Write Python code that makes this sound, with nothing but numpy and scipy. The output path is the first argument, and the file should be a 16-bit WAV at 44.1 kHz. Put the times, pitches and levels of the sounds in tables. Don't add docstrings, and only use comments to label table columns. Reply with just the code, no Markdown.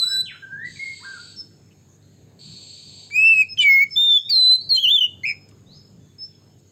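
import sys
import numpy as np
from scipy import signal
from scipy.io import wavfile
from scipy.ndimage import uniform_filter1d, minimum_filter1d

SR = 44100
rng = np.random.default_rng(int(sys.argv[2]) if len(sys.argv) > 2 else 0)


def to_wav(s):
    ch = np.atleast_2d(s).T
    pcm = np.round(np.clip(ch, -1, 1) * 32767)
    wavfile.write(sys.argv[1], SR, pcm.astype(np.int16))


def amplitude_ratio(level_db):
    exponent = np.asarray(level_db, float) / 20
    return 10 ** exponent


N = 295911


def evened(x):
    return x / np.sqrt(np.mean(x ** 2) + 1e-20)


def read(points, hz):
    f, value = np.transpose(points)
    return np.interp(np.log(hz + 1), np.log(f + 1), value)


def slow(rate_hz):
    return evened(signal.lfilter(*signal.butter(2, rate_hz, fs=SR), rng.standard_normal(N)))


def highpass(x, hz):
    return signal.lfilter(*signal.butter(2, hz, "high", fs=SR), x)


def resonate(x, hz, width_hz):
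    b, a = signal.iirpeak(hz, hz / width_hz, SR)
    return signal.lfilter(b, a, signal.lfilter(b, a, x))


def noise(points, patchy_db):
    hz = np.fft.rfftfreq(1024, 1 / SR)
    a, b, patches = rng.standard_normal((N // 256 + 5, 513, 3)).T
    patches = uniform_filter1d(patches, size=10, axis=0)
    patches = evened(uniform_filter1d(patches, size=20, axis=1))
    z = (a + 1j * b) * amplitude_ratio(read(points, hz)[:, None] + patchy_db * patches)
    return evened(signal.istft(z, nperseg=1024, noverlap=768)[1][:N])


def motor():
    # f/Hz, level/dB per Hz
    rumble = [(18, -46), (30, -26.5), (64, -14.5), (84, -9.5), (112, 1.5), (420, -18), (552, -20),
              (955, -28), (1100, -29.5), (1800, -38), (2340, -63), (3960, -120)]
    # t/s, level/dB
    town = [(0, -57), (.6, -53.5), (3.6, -54), (5.1, -50.5), (6.71, -55)]
    motor_db = [-20.5, 7, 2.5, -3.5, -5, -7, -8, -5.5, -6.5]
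    # t/s, length/s, level/dB
    ducks = [
        (3.988, 0.26, -10),
        (4.313, 0.26, -8.5),
        (4.718, 0.13, -8),
        (4.906, 0.16, -11.5),
    ]
    t = np.arange(N) / SR
    ducked_db = sum(db * (t > s) * (t < s + length) for s, length, db in ducks)
    ducked_db = uniform_filter1d(ducked_db, size=1000)
    turn = 2 * np.pi * np.cumsum(49.1 + 1.0 * slow(3.9)) / SR
    orders = sum(amplitude_ratio(d + 1 * slow(6)) * np.sin(k * turn + k * k) for k, d in enumerate(motor_db, 1))
    level_db = np.interp(t, *np.transpose(town)) + ducked_db + .8 * slow(1.6)
    return amplitude_ratio(level_db) * (noise(rumble, patchy_db=2.6) + amplitude_ratio(-8.5) * orders)


def insect_hiss():
    # f/Hz, level/dB per Hz
    hiss = [(900, -40.5), (1500, -9.5), (2600, -9.5), (3500, -9.5), (4600, -7.5), (5300, -17), (5900, -18),
            (6500, 0), (7500, -7.5), (8450, -16.5), (8700, -25.5), (11400, -30), (11700, -16.5),
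            (15500, -23.5)]
    return amplitude_ratio(-66) * noise(hiss, patchy_db=2.5)


def yard(x, start_s, size):
    # f/Hz, t/s
    ring_time = [(1000, 0.66), (1800, 0.26), (2800, 0.45), (4100, 0.54), (5000, 0.47), (8000, 0.55),
                 (14000, 0.09)]
    taps = np.zeros(SR)
    at = np.arange(round(start_s * SR), SR - 20, 20)
    spread = rng.integers(0, 20, SR)[:len(at)]
    taps[at + spread] = rng.choice([-1., 1.], SR)[:len(at)]
    hz, t, z = signal.stft(taps, SR, nperseg=256)
    fading = amplitude_ratio(-60 * t / (size * read(ring_time, hz)[:, None]))
    tail = signal.istft(z * fading, SR, nperseg=256)[1]
    return signal.fftconvolve(x, tail / np.linalg.norm(tail))[:N]


def wall_echoes(near):
    # t/s, level/dB
    walls = [
        (.003, -24),
        (.007, -32.5),
        (0.013, -19.5),
    ]
    dull = signal.lfilter(*signal.butter(2, 12000, fs=SR), near)
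    return sum(amplitude_ratio(db) * np.pad(dull, (round(s * SR), 0))[:N] for s, db in walls)


def shaped(calls, shape):
    risen, held, start_db, end_db = shape
    u = np.array([0, risen, max(held, risen + .01), 1])
    db = np.array([start_db, 0, 0, end_db])
    strokes = []
    for s, length, *hz, top_db in calls:
        pitch = hz[0] + (hz[-1] - hz[0]) * u
        strokes.append(np.transpose([s + length * u, pitch, top_db + db]))
    return strokes


def voice(strokes, edge_s):
    t, gate = np.arange(N) / SR, np.zeros(N)
    rows = np.concatenate(strokes)
    s, *columns = rows[np.diff(rows[:, 0], prepend=-1) > .002].T
    for rows in strokes:
        gate[max(round(rows[0][0] * SR) - 9, 0):round(rows[-1][0] * SR) + 9] = 1
    for _ in range(2):
        gate = uniform_filter1d(gate, round(edge_s * SR))
    return abs(gate), [uniform_filter1d(np.interp(t, s, c), size=200) for c in columns]


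def pure_tones(strokes, edge_s, unsteady_hz):
    out, waver = np.zeros(N), unsteady_hz * slow(130)
    for rows in strokes:
        s, hz, db = np.transpose(rows)
        at = np.arange(round(s[0] * SR), round(s[-1] * SR))
        turn = 2 * np.pi * np.cumsum(np.interp(at / SR, s, hz) + waver[at]) / SR
        edges = signal.windows.tukey(len(at), min(2 * edge_s * SR / len(at), 1))
        tone = np.sin(turn) + amplitude_ratio(-49.0) * np.sin(2 * turn)
        out[at] += np.sqrt(2) * amplitude_ratio(np.interp(at / SR, s, db)) * edges * tone
    return out


def buzzer():
    # t/s, length/s, throat pitch factor, upper ridge level/dB, level/dB
    buzzes = [
        (0.65, 0.69, 1.016, -0.5, -44.5),
        (2.03, 0.18, 0.97, -6, -69),
        (2.383, 0.67, 0.996, 1, -43),
    ]
    # f/Hz, width/Hz, level/dB
    buzz_body = [(2500, 620, -22.5), (3164, 450, -17), (3613, 190, -12), (3860, 160, -8),
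                 (4000, 150, -13.5), (4340, 162, 1.5), (4616, 150, -2), (4800, 200, -17), (5300, 590, -23),
                 (6100, 200, -23.5), (6480, 340, -16), (6920, 140, -20), (7166, 250, -18.5),
                 (7556, 170, -8), (7825, 220, -20), (8340, 470, -19)]
    # share risen, share held, start level/dB, end level/dB
    buzz_shape = (0.12, 2, -3, -10)
    # lowest f/Hz, highest f/Hz
    ridge_hz = (4450, 4700)
    calls = [(s, length, factor, db) for s, length, factor, _, db in buzzes]
    gate, (_, db) = voice(shaped(calls, buzz_shape), .012)
    turns = np.cumsum(290 * (1 + .12 * slow(60))) / SR
    pulses = np.diff(np.floor(turns), prepend=0) * amplitude_ratio(3 * slow(200))
    puffs = np.exp(-(turns % 1) / .4) * rng.standard_normal(N)
    drive = evened(pulses) + 1.3 * evened(puffs)
    throat = np.zeros(N)
    for s, length, factor, ridge_db, _ in buzzes:
        at = slice(round((s - .03) * SR), round((s + length + .03) * SR))
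        rings = 0
        for k, (f, width_hz, d) in enumerate(buzz_body):
            level = amplitude_ratio(d + ridge_db * (ridge_hz[0] < f < ridge_hz[1]))
            rings = rings + (-1) ** k * level * resonate(drive[at], f * factor, width_hz)
        throat[at] = evened(rings)
    lowpass = signal.butter(12, 8600, fs=SR, output="sos")
    return gate * amplitude_ratio(db) * signal.sosfilt(lowpass, throat)


def far_whistler():
    # t/s, length/s, from f/Hz, to f/Hz, level/dB
    whistles = [(.105, 0.066, 1591, 1556, -37.5), (.42, 0.037, 1625, 1540, -38.5),
                (.515, 0.046, 1591, 1627, -34), (.555, 0.12, 1597, 2047, -35),
                (.755, 0.022, 2430, 2160, -44.5), (.79, 0.055, 2135, 2180, -30.5),
                (.855, 0.041, 2118, 2161, -30), (1.045, 0.078, 1600, 1570, -38.5),
                (1.115, 0.066, 1610, 1374, -40), (.462, 0.027, 1610, 1568, -47),
                (.488, .04, 1560, 1528, -46), (6.0, 0.068, 3480, 3465, -69.5),
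                (6.19, 0.049, 3620, 3580, -71), (6.27, 0.091, 3520, 3310, -74)]
    # share risen, share held, start level/dB, end level/dB
    whistle_shape = (1.11, -0.82, -4, -23)
    return pure_tones(shaped(whistles, whistle_shape), 0.007, 4.6)


def glider():
    # t/s, length/s, from f/Hz, to f/Hz, level at the highest pitch/dB
    slides = [
        (0.256, .068, 3378, 1370, -39.5),
        (0.261, 0.021, 3034, 2946, -44.5),
        (.32, .04, 1520, 1380, -50),
        (.255, .02, 3550, 3300, -46),
        (0.589, .07, 3470, 4190, -60.5),
        (0.994, 0.024, 1310, 1970, -54),
        (1.001, 0.049, 824, 1562, -39),
        (3.315, 0.05, 3777, 4800, -50.5),
        (4.611, 0.013, 4540, 5040, -53),
    ]
    u, strokes = np.linspace(0, 1, num=7), []
    for s, length, from_hz, to_hz, top_db in slides:
        bend, db_per_octave = (1.3, 25.5) if to_hz > from_hz else (1, 5)
        hz = from_hz + (to_hz - from_hz) * u ** bend
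        db = top_db + db_per_octave * np.log2(hz / hz.max())
        strokes.append(np.transpose([s + length * u, hz, db]))
    return pure_tones(strokes, 0.002, 57)


def rising_whistler():
    # t/s, f/Hz, level/dB
    rises = [
        [(0.004, 1067, -60), (0.024, 1304, -52), (0.046, 1434, -48), (0.08, 1514, -55), (0.112, 1606, -50.5)],
        [(4.2, 3420, -41.5), (4.22, 3536, -45), (4.254, 3644, -41.5), (4.3, 3694, -45), (4.34, 3780, -45.5),
         (4.4, 3860, -53), (4.44, 3930, -56)],
        [(4.575, 4120, -48.5), (4.6, 4320, -47), (4.614, 4340, -37), (4.624, 4414, -42), (4.636, 4720, -46)],
        [(5.66, 3480, -69), (5.682, 3810, -64.5), (5.71, 4050, -59.5), (5.734, 4580, -56), (5.75, 5094, -60),
         (5.776, 5160, -59), (5.82, 5207, -69), (5.86, 5120, -64)],
    ]
    return pure_tones(rises, 0.004, 25)


def cheeper():
    # t/s, length/s, from f/Hz, to f/Hz, level/dB
    cheep_calls = [(.075, 0.086, 5247, 5270, -31), (1.36, 0.077, 5390, 5240, -33.5),
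                   (1.38, 0.052, 5130, 5180, -41), (3.245, 0.059, 5310, 5203, -30.5),
                   (3.485, 0.067, 5200, 5140, -32), (3.695, 0.069, 5250, 5170, -32),
                   (3.905, 0.061, 5305, 5210, -30), (4.09, .07, 5350, 5330, -49.5),
                   (4.165, .035, 5340, 5290, -54), (4.19, 0.054, 5350, 5340, -49.5),
                   (4.235, 0.045, 5340, 5300, -52.5), (4.275, .035, 5340, 5350, -56.5),
                   (4.32, 0.057, 5340, 5300, -41.5), (4.385, 0.096, 5320, 5340, -56),
                   (5.255, 0.08, 5138, 5163, -31.5), (6.182, .1, 5180, 5320, -32.5),
                   (.02, .05, 5200, 5270, -52.5)]
    # share risen, share held, start level/dB, end level/dB
    cheep_shape = (0.47, 0.68, -12.5, -21)
    return pure_tones(shaped(cheep_calls, cheep_shape), 0.0045, 13)


def scrapes():
    # t/s, level/dB, centre f/Hz, width/Hz, length/s
    puffs = [(0.24, -60, 6500, 2500, 0.05), (.275, -54, 3500, 500, 0.044), (.01, -58.5, 2300, 600, .06),
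             (3.4, -55.5, 1500, 2500, .006), (3.1, -52.5, 1800, 2500, 0.011),
             (3.412, -50, 3000, 500, 0.014), (3.99, -62, 1300, 1200, .05), (3.88, -62, 6800, 1500, .1),
             (0.669, -57.5, 6400, 510, 0.16), (1.705, -62, 2740, 696, 0.032),
             (1.87, -62.5, 6590, 690, 0.12), (3.501, -62, 6320, 400, 0.071),
             (3.5725, -34, 3000, 900, 0.0057), (3.61, -36, 4100, 400, 0.0068),
             (3.622, -43.5, 3490, 2310, 0.015), (4.297, -47, 2935, 2850, .02),
             (4.691, -54, 3000, 2930, .012), (3.584, -37, 6200, 160, 0.011), (3.588, -57, 7400, 300, .006),
             (4.29, -46, 5400, 700, 0.017), (4.31, -53, 5160, 600, .025), (4.2857, -44, 2400, 150, 0.015),
             (4.2926, -39.5, 7260, 148.3, 0.014), (5.485, -60.5, 7500, 1000, 0.016),
             (5.488, -57.5, 4070, 7200, 0.0066), (5.51, -58.5, 2900, 2000, 0.0072),
             (5.74, -63, 6400, 400, 0.076), (5.514, -66.5, 1220, 200, 0.027), (6.58, -69, 7800, 907, 0.03),
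             (6.66, -63, 6600, 502.5, 0.072)]
    out = np.zeros(N)
    for s, db, hz, width_hz, length in puffs:
        puff = resonate(rng.standard_normal(8192), hz, width_hz)[:max(round(length * SR), 32)]
        puff = amplitude_ratio(db) * evened(puff) * signal.windows.tukey(len(puff), .5)
        part = out[round(s * SR):][:len(puff)]
        part += puff[:len(part)]
    return out


def upper_notes():
    # t/s, f/Hz, level/dB, beak opening/dB
    opening = [
        [(0.0, 4190, -16.5, 5.5), (0.008, 4014, -24.5, 3), (0.032, 3997, -15, 4.5), (0.058, 3933, -26.5, 6),
         (0.078, 3990, -19, 7.5), (0.1, 3937, -30.5, 8.5)],
        [(0.104, 3935, -28, 6.5), (0.148, 3962, -21.5, 9), (0.21, 3979, -17.5, 4.5), (0.22, 4150, -31, 6.5)],
    ]
    grace = [(3.577, 3217, -30.5, -2.5), (3.598, 2999, -12, -1.5), (3.623, 2970, -17, -1),
             (3.63, 2891, -23.5, -2.5), (3.638, 2740, -31, -5)]
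    level_note = [(3.957, 3526, -36, -3.5), (3.964, 3484, -17, -2.5), (3.974, 3585, -15, 1.5),
                  (4.023, 3627, -14.5, -0.5), (4.077, 3609, -15.5, -6), (4.172, 3480, -10.5, -7),
                  (4.19, 3291, -27, -5), (4.198, 3333, -40.5, 3.5)]
    slide = [(4.293, 4720, -33, 9), (4.301, 4695, -18.5, 5.5), (4.339, 4204, -15.5, -4),
             (4.36, 4150, -13, -3.5), (4.389, 4063, -13.5, -4.5), (4.439, 4009, -13.5, -3),
             (4.541, 4055, -7.5, -2.5), (4.557, 4082, -18.5, 1), (4.569, 3826, -34.5, -2)]
    short_slide = [(4.692, 4638, -26, 3.5), (4.706, 4360, -17, -6.5), (4.722, 4216, -12.5, 5.5),
                   (4.747, 4156, -15, -4.5), (4.765, 4200, -16.5, -6), (4.771, 3887, -26, -6.5)]
    return [opening[0] + opening[1], grace, level_note, slide, short_slide]


def lower_notes():
    # t/s, f/Hz, level/dB, beak opening/dB
    arch = [(3.108, 2282, -42.5, 1.5), (3.14, 2368, -29.5, 11.5), (3.166, 2508, -15, 8.5),
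            (3.21, 2582, -14.5, 2.5), (3.268, 2669, -7, -9.5), (3.326, 2653, -8.5, -8.5),
            (3.35, 2578, -18.5, 0), (3.418, 2551, -10, 3.5), (3.434, 2260, -33, 7.5)]
    scoop = [(3.603, 2402, -35.5, -1.5), (3.61, 2406, -28, 0), (3.648, 2297, -13.5, -1),
             (3.706, 2170, -6, -3.5), (3.792, 2163, -9, -8), (3.827, 2251, -13, 3.5), (3.841, 2193, -17, 5),
             (3.848, 2213, -36, -3)]
    warble_in = [(4.744, 3124, -45, -2), (4.758, 3245, -33.5, 1), (4.782, 3017, -14.5, 0),
                 (4.803, 3290, -25.5, 4), (4.824, 3312, -32, 3.5)]
    warble_dip = [(4.826, 3240, -28, 3), (4.83, 3230, -20, 5), (4.851, 3010, -12, 4),
                  (4.865, 2784, -16.5, 1.5), (4.89, 3110, -12.5, 3.5), (4.899, 3267, -18.5, 2.5)]
    warble = [(4.901, 3306, -14, -2), (4.917, 3516, -9, -3), (4.925, 3574, -16, -6),
              (4.951, 3572, -13.5, -3.5), (4.965, 3442, -10.5, -2), (4.976, 3282, -24.5, -2.5)]
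    trill = [
        [(4.979, 3100, -19.5, -0.2), (4.989, 3080, -13.5, -0.3), (5.0, 3233, -29, -0.3)],
        [(5.003, 3160, -28.5, -0.3), (5.009, 3036, -16, 0.1), (5.015, 2921, -14, -1.7),
         (5.033, 3092, -17.5, 0.7)],
        [(5.036, 2828, -17, -2.5), (5.044, 2877, -12.5, -1), (5.052, 3024, -16.5, -1.6),
         (5.064, 2767, -30.5, 0.1)],
    ]
    closing = [(5.235, 2130, -34, 11.5), (5.243, 2101, -21.5, 0), (5.258, 2424, -23, -3.5),
               (5.289, 2403, -23.5, 4.5), (5.316, 2244, -26.5, 2.5), (5.336, 2218, -43, 2.5)]
    return [arch, scoop, warble_in, warble_dip, warble, trill[0], trill[1] + trill[2], closing]


def singer():
    # start t/s, end t/s, rate f/Hz, swing/Hz
    rasp = (5.253, 5.334, 130, 200)
    # start t/s, end t/s, swing/Hz, rate f/Hz
    flutter = (4.79, 4.915, 28, 160)
    order_db = [-32.5, -42.5, -36.5, -45, -45.5, -33]
    lower_order_db = [-0.47, 4, 0, -0.1, -1.3, 1.05]
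    # f/Hz, level/dB
    overtone_colour = [(4400, -3.5), (5200, -5), (6500, -3), (8100, 2.5), (8650, -30), (9500, -14), (10500, -33),
                       (12000, -1), (14000, 1), (15500, 7)]
    # f/Hz, level/dB
    throat = [(1000, -42), (2000, -33.5), (3600, -7), (4200, -23), (4800, -23), (5300, -37.5),
              (6300, -30.5), (7300, -13), (8400, -25), (9400, -30), (11500, -37.5)]
    mix_orders = [(1, 1), (1, -1), (2, -1), (-1, 2), (2, 1), (3, -2), (0, 2), (0, 3)]
    gate_a, (hz_a, db_a, tone_a) = voice(upper_notes(), 0.0015)
    gate_b, (hz_b, db_b, tone_b) = voice(lower_notes(), 0.0015)
    t = np.arange(N) / SR
    rasp_start, rasp_end, rasp_hz, rasp_swing_hz = rasp
    rasping = uniform_filter1d(1. * (t > rasp_start) * (t < rasp_end), size=200)
    since = t - rasp_start
    wobble = 2 * np.pi * (rasp_hz - 380 * since) * since
    pulse = uniform_filter1d(signal.sawtooth(wobble, .15), size=40)
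    hz_b = hz_b + rasping * rasp_swing_hz * (pulse + .15 * slow(300))
    a = np.sqrt(2) * gate_a * amplitude_ratio(db_a + 0.46 * slow(100))
    b = np.sqrt(2) * gate_b * amplitude_ratio(db_b + 0.28 * slow(77.25) + 4.5 * rasping * np.sin(wobble - .9))

    flutter_start, flutter_end, flutter_swing_hz, flutter_rate_hz = flutter
    fluttering = (t > flutter_start) * (t < flutter_end) * flutter_swing_hz * slow(flutter_rate_hz)
    turn_a = 2 * np.pi * np.cumsum(hz_a + 4 * slow(140)) / SR
    turn_b = 2 * np.pi * np.cumsum(hz_b + 4 * slow(110) + fluttering) / SR
    total = a + b + 1e-9
    share = np.clip(a / total, 0, 1)
    swing = share * np.cos(turn_a) + (1 - share) * np.cos(turn_b)
    hz = share * hz_a + (1 - share) * hz_b
    tone_db = share * tone_a + (1 - share) * tone_b

    effort_db = np.minimum(20 * np.log10(total) + 9, 0)
    angle = np.arccos(np.clip(swing, -1, 1))
    overtones = 0
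    for k, (db, lower_db) in enumerate(zip(order_db, lower_order_db), 2):
        level_db = db + (2 - share) * lower_db + tone_db + read(overtone_colour, k * hz)
        level_db = level_db + 1.7 * slow(21) + 1.9 * slow(160)
        level_db = level_db - (12.5 if k == 2 else 3.5) * rasping + 0.29 * (k - 4.5) * effort_db
        fade = np.clip((15850 - k * hz) / 250, 0, 1)
        overtones = overtones + amplitude_ratio(level_db) * fade * np.cos(k * angle)
    mixes = sum(amplitude_ratio(read(throat, abs(m * hz_a + n * hz_b))) * np.cos(m * turn_a + n * turn_b)
                for m, n in mix_orders)
    breath = amplitude_ratio(-43.5) * slow(290) * swing
    return highpass(total * (swing + overtones + breath) + np.sqrt(a * b) * mixes, 500)


def scene():
    near, cheeps, buzz = singer(), cheeper(), buzzer()
    far, slides, rises = far_whistler(), glider(), rising_whistler()

    wet = yard(amplitude_ratio(-24.5) * near + amplitude_ratio(-20.5) * cheeps, 0.023, 0.9)
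    wet += amplitude_ratio(-14.0) * yard(far + .3 * cheeps, 0.037, 2.3)
    neighbours = amplitude_ratio(-1.5) * far + amplitude_ratio(0.0) * slides + amplitude_ratio(2.5) * rises + amplitude_ratio(-4.0) * buzz
    wet += yard(neighbours, 0.003, 0.92)
    wet += amplitude_ratio(-17.0) * yard(near + cheeps, .008, 0.3)

    dry = near + wall_echoes(near) + cheeps + scrapes()
    dry += amplitude_ratio(1.0) * far + amplitude_ratio(-1.5) * slides + amplitude_ratio(3.5) * rises + amplitude_ratio(-5.5) * buzz
    return (dry + wet + insect_hiss() + motor())[None]


def band_limit(x):
    return signal.sosfilt(signal.butter(12, 15670, fs=SR, output="sos"), x)


def record(dry):
    ceiling = 0.35
    peak = uniform_filter1d(-minimum_filter1d(-abs(dry), size=150), size=150)
    held = dry / np.maximum(peak / ceiling, 1) ** 0.6
    held = held + amplitude_ratio(-28.0) * held ** 2
    return band_limit(highpass(held, 60))


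dry = scene()
out = record(dry)
to_wav(out)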